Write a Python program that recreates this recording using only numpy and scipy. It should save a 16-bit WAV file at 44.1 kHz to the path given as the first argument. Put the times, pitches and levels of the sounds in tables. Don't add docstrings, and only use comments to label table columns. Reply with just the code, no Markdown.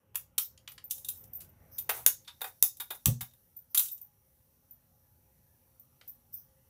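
import sys
import numpy as np
from scipy import signal
from scipy.io import wavfile

SR = 44100
rng = np.random.default_rng(int(sys.argv[2]) if len(sys.argv) > 2 else 0)


def dump(signal):
    limited = np.clip(np.atleast_2d(signal).T, -1, 1)
    pcm = np.round(limited * 32767).astype(np.int16)
    wavfile.write(sys.argv[1], SR, pcm)


N = 295029


def from_db(db):
    return 10 ** (np.asarray(db) / 20)


def unit_rms(x):
    return x / np.sqrt(np.mean(x ** 2) + 1e-20)


def at_hz(table, hz, column=1):
    table = np.array(table)
    return np.interp(np.log(hz), np.log(table[:, 0]), table[:, column])


def band(x, low_hz, high_hz, order=2):
    sections = signal.butter(order, [low_hz, high_hz], "band", fs=SR, output="sos")
    return signal.sosfilt(sections, x) * np.sqrt(SR / 2 / (high_hz - low_hz))


def drift(rate_hz):
    knots = rng.standard_normal(400)
    return np.interp(np.arange(N) / SR * rate_hz, np.arange(len(knots)), knots)


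def coloured_noise(spectrum, waver_db):
    edges_hz = np.geomspace(spectrum[0][0], spectrum[-1][0], num=25)
    white = rng.standard_normal((2, N))
    out = 0
    for k, (low_hz, high_hz) in enumerate(zip(edges_hz, edges_hz[1:])):
        density_db = at_hz(spectrum, np.sqrt(low_hz * high_hz)) + waver_db * drift(rate_hz=9.1)
        out += from_db(density_db) * np.sqrt(high_hz - low_hz) * band(white[k % 2], low_hz, high_hz)
    return unit_rms(out)


# f/Hz, width/Hz, level/dB
HUMS = [(238.3, 10, -5), (528, 13, -3.5), (830, 15, -7.5)]


def hums():
    out, white = 0, rng.standard_normal(N)
    for hz, width_hz, level_db in HUMS:
        r, w = np.exp(-np.pi * width_hz / SR), 2 * np.pi * hz / SR
        tone = signal.lfilter([1, 0, -1], [1, -2 * r * np.cos(w), r * r], white)
        out += from_db(level_db) * unit_rms(tone)
    return out


# t/s, rumble level/dB, hiss level/dB
BACKGROUND_LEVELS = [(0, -68.5, -83.5), (.6, -68.5, -78), (1.25, -62, -79), (1.9, -61, -67.5),
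                     (2.298, -70, -68.5), (3.0, -71, -66.5), (3.7, -73, -73.5), (5.3, -70, -72),
                     (5.7, -70.5, -71.5), (6.69, -69, -71.5)]
# f/Hz, relative density/dB
RUMBLE_SPECTRUM = [(15, -22.5), (27, -15.5), (50, -5), (87, -0.5), (140, -5), (209, -14.5), (330, -24.5),
                   (430, -54)]
MURMUR_SPECTRUM = [(200, -20), (280, -8.5), (450, -9.5), (1000, -15), (1400, -17), (3000, -22.5),
                   (3800, -37)]
HISS_SPECTRUM = [(2200, -46), (2600, -26), (4050, -18.5), (5200, -20.5), (5800, -10), (6400, -19),
                 (8640, -17.5), (10600, -8), (11800, -14.5), (13100, -3.5), (14200, -6), (15600, -14),
                 (16400, -26)]


def background():
    times_s, *levels_db = np.transpose(BACKGROUND_LEVELS)
    rumble_db, hiss_db = (np.interp(np.arange(N) / SR, times_s, column) for column in levels_db)
    murmur_db = -79 + 0.85 * (rumble_db - rumble_db.mean())
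    rumble = from_db(rumble_db) * coloured_noise(RUMBLE_SPECTRUM, waver_db=1.5)
    murmur = from_db(murmur_db) * (coloured_noise(MURMUR_SPECTRUM, waver_db=3.5) + hums())
    hiss = from_db(hiss_db) * coloured_noise(HISS_SPECTRUM, waver_db=1.5)
    return rumble + murmur + hiss


# f/Hz, t60/s, level/dB
KITCHEN_TAIL = [(300, 0.13, -6.5), (790, 0.14, -3.5), (2100, .16, -6), (4300, 0.16, -10),
                (6700, 0.33, -4.5), (9700, 0.13, -12), (12500, 0.18, -2), (16000, 0.12, -4)]


def kitchen_echoes(x, first_echo_s=0.0068):
    t = np.arange(SR // 2) / SR
    edges_hz = np.geomspace(150, 18000, num=11)
    tail = 0
    for low_hz, high_hz in zip(edges_hz, edges_hz[1:]):
        hz = np.sqrt(low_hz * high_hz)
        decay = from_db(-60 * t / at_hz(KITCHEN_TAIL, hz)) * (t > first_echo_s)
        gain = from_db(at_hz(KITCHEN_TAIL, hz, column=2)) * np.sqrt((high_hz - low_hz) / (SR / 2))
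        noise = band(rng.standard_normal(len(t)), low_hz, high_hz)
        tail += gain * noise * decay / np.sqrt(np.sum(decay ** 2))
    return signal.fftconvolve(x, tail)[:N]


def resonate(force, modes, levels_db):
    out = 0
    for (hz, t60_s), level_db in zip(modes, levels_db):
        r, w = from_db(-60 / (t60_s * SR)), 2 * np.pi * hz / SR
        gain = from_db(level_db) * np.sin(w)
        out += signal.lfilter([0, gain], [1, -2 * r * np.cos(w), r * r], force + 1e-18)
    return out


def bursts(times_s, levels_db, rises_ms, decays_ms, grit_db=1.5):
    out, t_ms = np.zeros(N), np.arange(12000) / SR * 1000
    for at_s, level_db, rise_ms, decay_ms in zip(times_s, levels_db, rises_ms, decays_ms):
        attack = (1 - np.exp(-t_ms / np.clip(rise_ms, .2, 30))) ** 2
        shape = attack * np.exp(-t_ms / np.clip(decay_ms, .3, 60))
        grit = from_db(grit_db * np.repeat(rng.standard_normal(len(t_ms) // 40), 40))
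        noise = grit * rng.standard_normal(len(t_ms))
        start = round(at_s * SR) - 40
        out[start:start + len(t_ms)] += from_db(level_db) * shape / shape.max() * noise
    return out


# t/s, level/dB, length/ms
PUSHES = [(2.061, -48, 16.0), (2.624, -42, 12), (3.066, -25.5, 3.6), (3.082, -23, 2.5), (3.221, -41, 5.0)]
# f/Hz, level/dB, t60/s
HOLLOW_MODES = [(67.49, -9, 0.028), (123.5, -3.5, 0.3), (145, -2, 0.095), (173, -2.5, 0.079),
                (230.6, -17.5, 0.29), (546.7, -16.5, .08)]


def gas_thumps():
    push = np.zeros(N)
    for at_s, level_db, length_ms in PUSHES:
        pulse = np.hanning(round(length_ms * SR / 1000))
        push[round(at_s * SR):][:len(pulse)] += from_db(level_db) * pulse / pulse.sum()
    flare = bursts(times_s=[3.068], levels_db=[-42.5], rises_ms=[8.0], decays_ms=[28.3])
    flutter = band(flare, 60, 420)
    hz, mode_db, t60_s = np.transpose(HOLLOW_MODES)
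    return flutter + resonate(push + from_db(-31.5) * flutter, zip(hz, t60_s), mode_db)


# t/s, level/dB, decay/ms
WIRE_TICKS = [(.495, -63, 8), (0.684, -41, 19), (.841, -36, 6.8), (1.147, -39, 58), (1.332, -32.5, 8.7),
              (1.352, -32, 10), (1.490, -54, 4.4), (1.784, -21.5, 4.3), (3.564, -38.5, 8.7),
              (3.590, -44, 6.5), (3.914, -27.5, 16), (4.012, -37.5, 12), (4.708, -41, 8.3),
              (5.796, -42, 5.2), (6.075, -31.5, 18), (6.34, -28, 5.7)]
WIRE_RUBS = [(.400, -32.5, 18), (1.709, -46, 96), (3.696, -56.5, 14.8), (6.324, -43, 9.8),
             (6.350, -45.5, 30)]
WIRE_MODES = [(8800, .035), (10200, .015), (13900, .02), (14090, .028), (14250, .02), (15300, .015)]   # f/Hz, t60/s
WIRE_MODE_DB = [-22.5, -28, -6.5, 4.5, -6, -12]
FIZZ_BANDS = [(12000, 15800), (5000, 6300)]
FIZZ_BAND_DB = [-13, -26.5]


def wire_ring(tick_rise_share=0.13, rub_rise_ms=13, tick_fizz_db=-12.5, rub_fizz_db=4):
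    rows = [(s, db, tick_rise_share * ms, ms, tick_fizz_db) for s, db, ms in WIRE_TICKS]
    rows += [(s, db, rub_rise_ms, ms, rub_fizz_db) for s, db, ms in WIRE_RUBS]
    times_s, level_db, rise_ms, decay_ms, fizz_db = np.transpose(rows)
    force = bursts(times_s, level_db - 10 * np.log10(decay_ms) - 22, rise_ms, decay_ms)
    out = resonate(band(force, 7000, 20000), WIRE_MODES, WIRE_MODE_DB)
    for (low_hz, high_hz), band_db in zip(FIZZ_BANDS, FIZZ_BAND_DB):
        fizz = bursts(times_s, level_db + fizz_db + band_db, rise_ms, decay_ms)
        out += band(fizz, low_hz, high_hz, order=5)
    return out


# t/s, level/dB, low cut/dB
SNAPS = [(2.063, 3, -1), (2.626, -1, 2), (3.058, -1.5, -2)]
# t/s, level/dB, decay/ms, low cut/dB, ring/dB
KNOCKS = [(.146, -38, 4.4, 6, -10), (.156, -10.5, 2.9, 20, -23), (.38, -5.5, 4.6, 21, -16.5),
          (.718, -35.5, 4.7, 14, -23), (.9, -33, 4.8, 42, -20), (.908, -12.5, 5.9, 42, -11.5),
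          (.981, -31.5, 3, 41, -2), (1.046, -26, 5.5, 36, -1), (1.086, -15, 3.7, 41.5, -3.5),
          (1.219, -55, 4, 30, -9), (1.239, -34.5, 3.7, 48, -18), (1.402, -33.5, 11.7, 19, -34),
          (1.445, -45, 4.9, 26, -11), (1.781, -22.5, 8, 30.5, -12), (1.892, -12.5, 7, 4, -21),
          (2.408, -35, 3, 4, -22), (2.415, -23, 4.6, 5.5, -3.5), (2.441, -28.5, 8.2, 0, -9.5),
          (2.77, -33, 3, 47, -11), (2.799, -23.5, 8.6, 11.5, -2.5), (2.904, -24.5, 7.1, 6, -2.5),
          (3.208, -21.5, 7.6, 12, -11.5), (3.336, -46.5, 3, 15, -9), (3.746, -9.5, 6, 22, -22.5),
          (3.774, -6, 5.4, 41.5, 1), (3.792, -10, 7.2, 26.5, -11.5), (3.856, -24, 5.6, 29, -23),
          (3.884, -27, 4.8, 45, -3.5), (3.977, -39, 6.6, 48, -10)]
TAPS = [(.576, -39.5, 3.9, 19, -28), (.676, -29.5, 4.2, 0, -28), (.779, -36, 4.4, 0, -24),
        (2.246, -50, 6.8, 26, -1.5), (2.274, -36.5, 11, 3, -1.5), (3.310, -52.5, 3.7, 19, -14),
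        (6.012, -46.5, 4.1, -8.5, -20), (6.019, -63.5, 35, 2.5, -20)]
# t/s, level/dB, decay/ms, low cut/dB
SLIDES = [(.935, -37, 37, 31), (1.120, -43, 31, 20), (1.929, -31.5, 35.7, 1), (2.465, -37, 13, 2.5),
          (2.945, -37.5, 8.7, 2.5), (3.811, -23.5, 27.7, 27)]
SNAP_DB = [-37.5, -27.5, -21.5, -12, -5]
KNOCK_DB = [-12.5, -11, -17, -19, -7]
TAP_DB = [-33.5, -13, -9, -15.5, -20.5]
SLIDE_DB = [-15.5, -18.5, -24.5, -17, -7]
LOW_CUT_WEIGHTS = [1.7, .9, 0.28, -0.028, 0.092]
CRACK_BANDS = [(400, 1000), (1000, 2500), (2500, 5000), (5500, 10000), (10000, 17000)]
TUBE_MODES = [(950, .05), (1180, .03), (1450, .04), (1620, .04), (3570, .05), (3700, .03), (7450, .05),
              (9100, .03), (10500, .03), (10780, .04), (12940, .04), (13600, .045), (13830, .045)]
TUBE_MODE_DB = [-4, -13.5, -7, -8.5, -4.5, 4.5, -13.5, -13, -6.5, -6.5, -12.5, -9, -5]


def lighter(snap_decay_ms=1.9, snap_ring_db=-21.5, slide_ring_db=-10):
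    snap_rise, knock_rise, slide_rise = 0.31, 0.33, 0.47
    rows = [(s, db, snap_decay_ms, cut, snap_ring_db, snap_rise, *SNAP_DB) for s, db, cut in SNAPS]
    rows += [(*knock, knock_rise, *KNOCK_DB) for knock in KNOCKS]
    rows += [(*tap, knock_rise, *TAP_DB) for tap in TAPS]
    rows += [(*slide, slide_ring_db, slide_rise, *SLIDE_DB) for slide in SLIDES]
    times_s, level_db, decay_ms, cut_db, ring_db, rise_share, *colour_db = np.transpose(rows)
    rise_ms = rise_share * decay_ms
    bands_db = level_db + colour_db - np.outer(LOW_CUT_WEIGHTS, cut_db)
    drive_db = ring_db - 10 * np.log10(decay_ms) - 18.5
    crack = force = 0
    for (low_hz, high_hz), band_db in zip(CRACK_BANDS, bands_db):
        crack += band(bursts(times_s, band_db - 5, rise_ms, decay_ms), low_hz, high_hz, order=3)
        force += band(bursts(times_s, band_db + drive_db, rise_ms, decay_ms), low_hz, high_hz)
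    return crack + resonate(force, TUBE_MODES, TUBE_MODE_DB)


def scene():
    steel = lighter() + wire_ring()
    return (steel + kitchen_echoes(steel) + gas_thumps() + background())[None]


def record(dry):
    bottom_hz, top_hz, cutoff_hz = 44.85, 16000, 16984
    top_drop_db, ceiling = 30, 0.95
    heard = signal.sosfilt(signal.cheby2(10, top_drop_db, top_hz, fs=SR, output="sos"), dry)
    heard = ceiling * np.tanh(heard / ceiling)
    heard = signal.sosfilt(signal.butter(2, bottom_hz, "high", fs=SR, output="sos"), heard)
    return signal.sosfilt(signal.cheby2(12, 70, cutoff_hz, fs=SR, output="sos"), heard)


dry = scene()
out = record(dry)
dump(out)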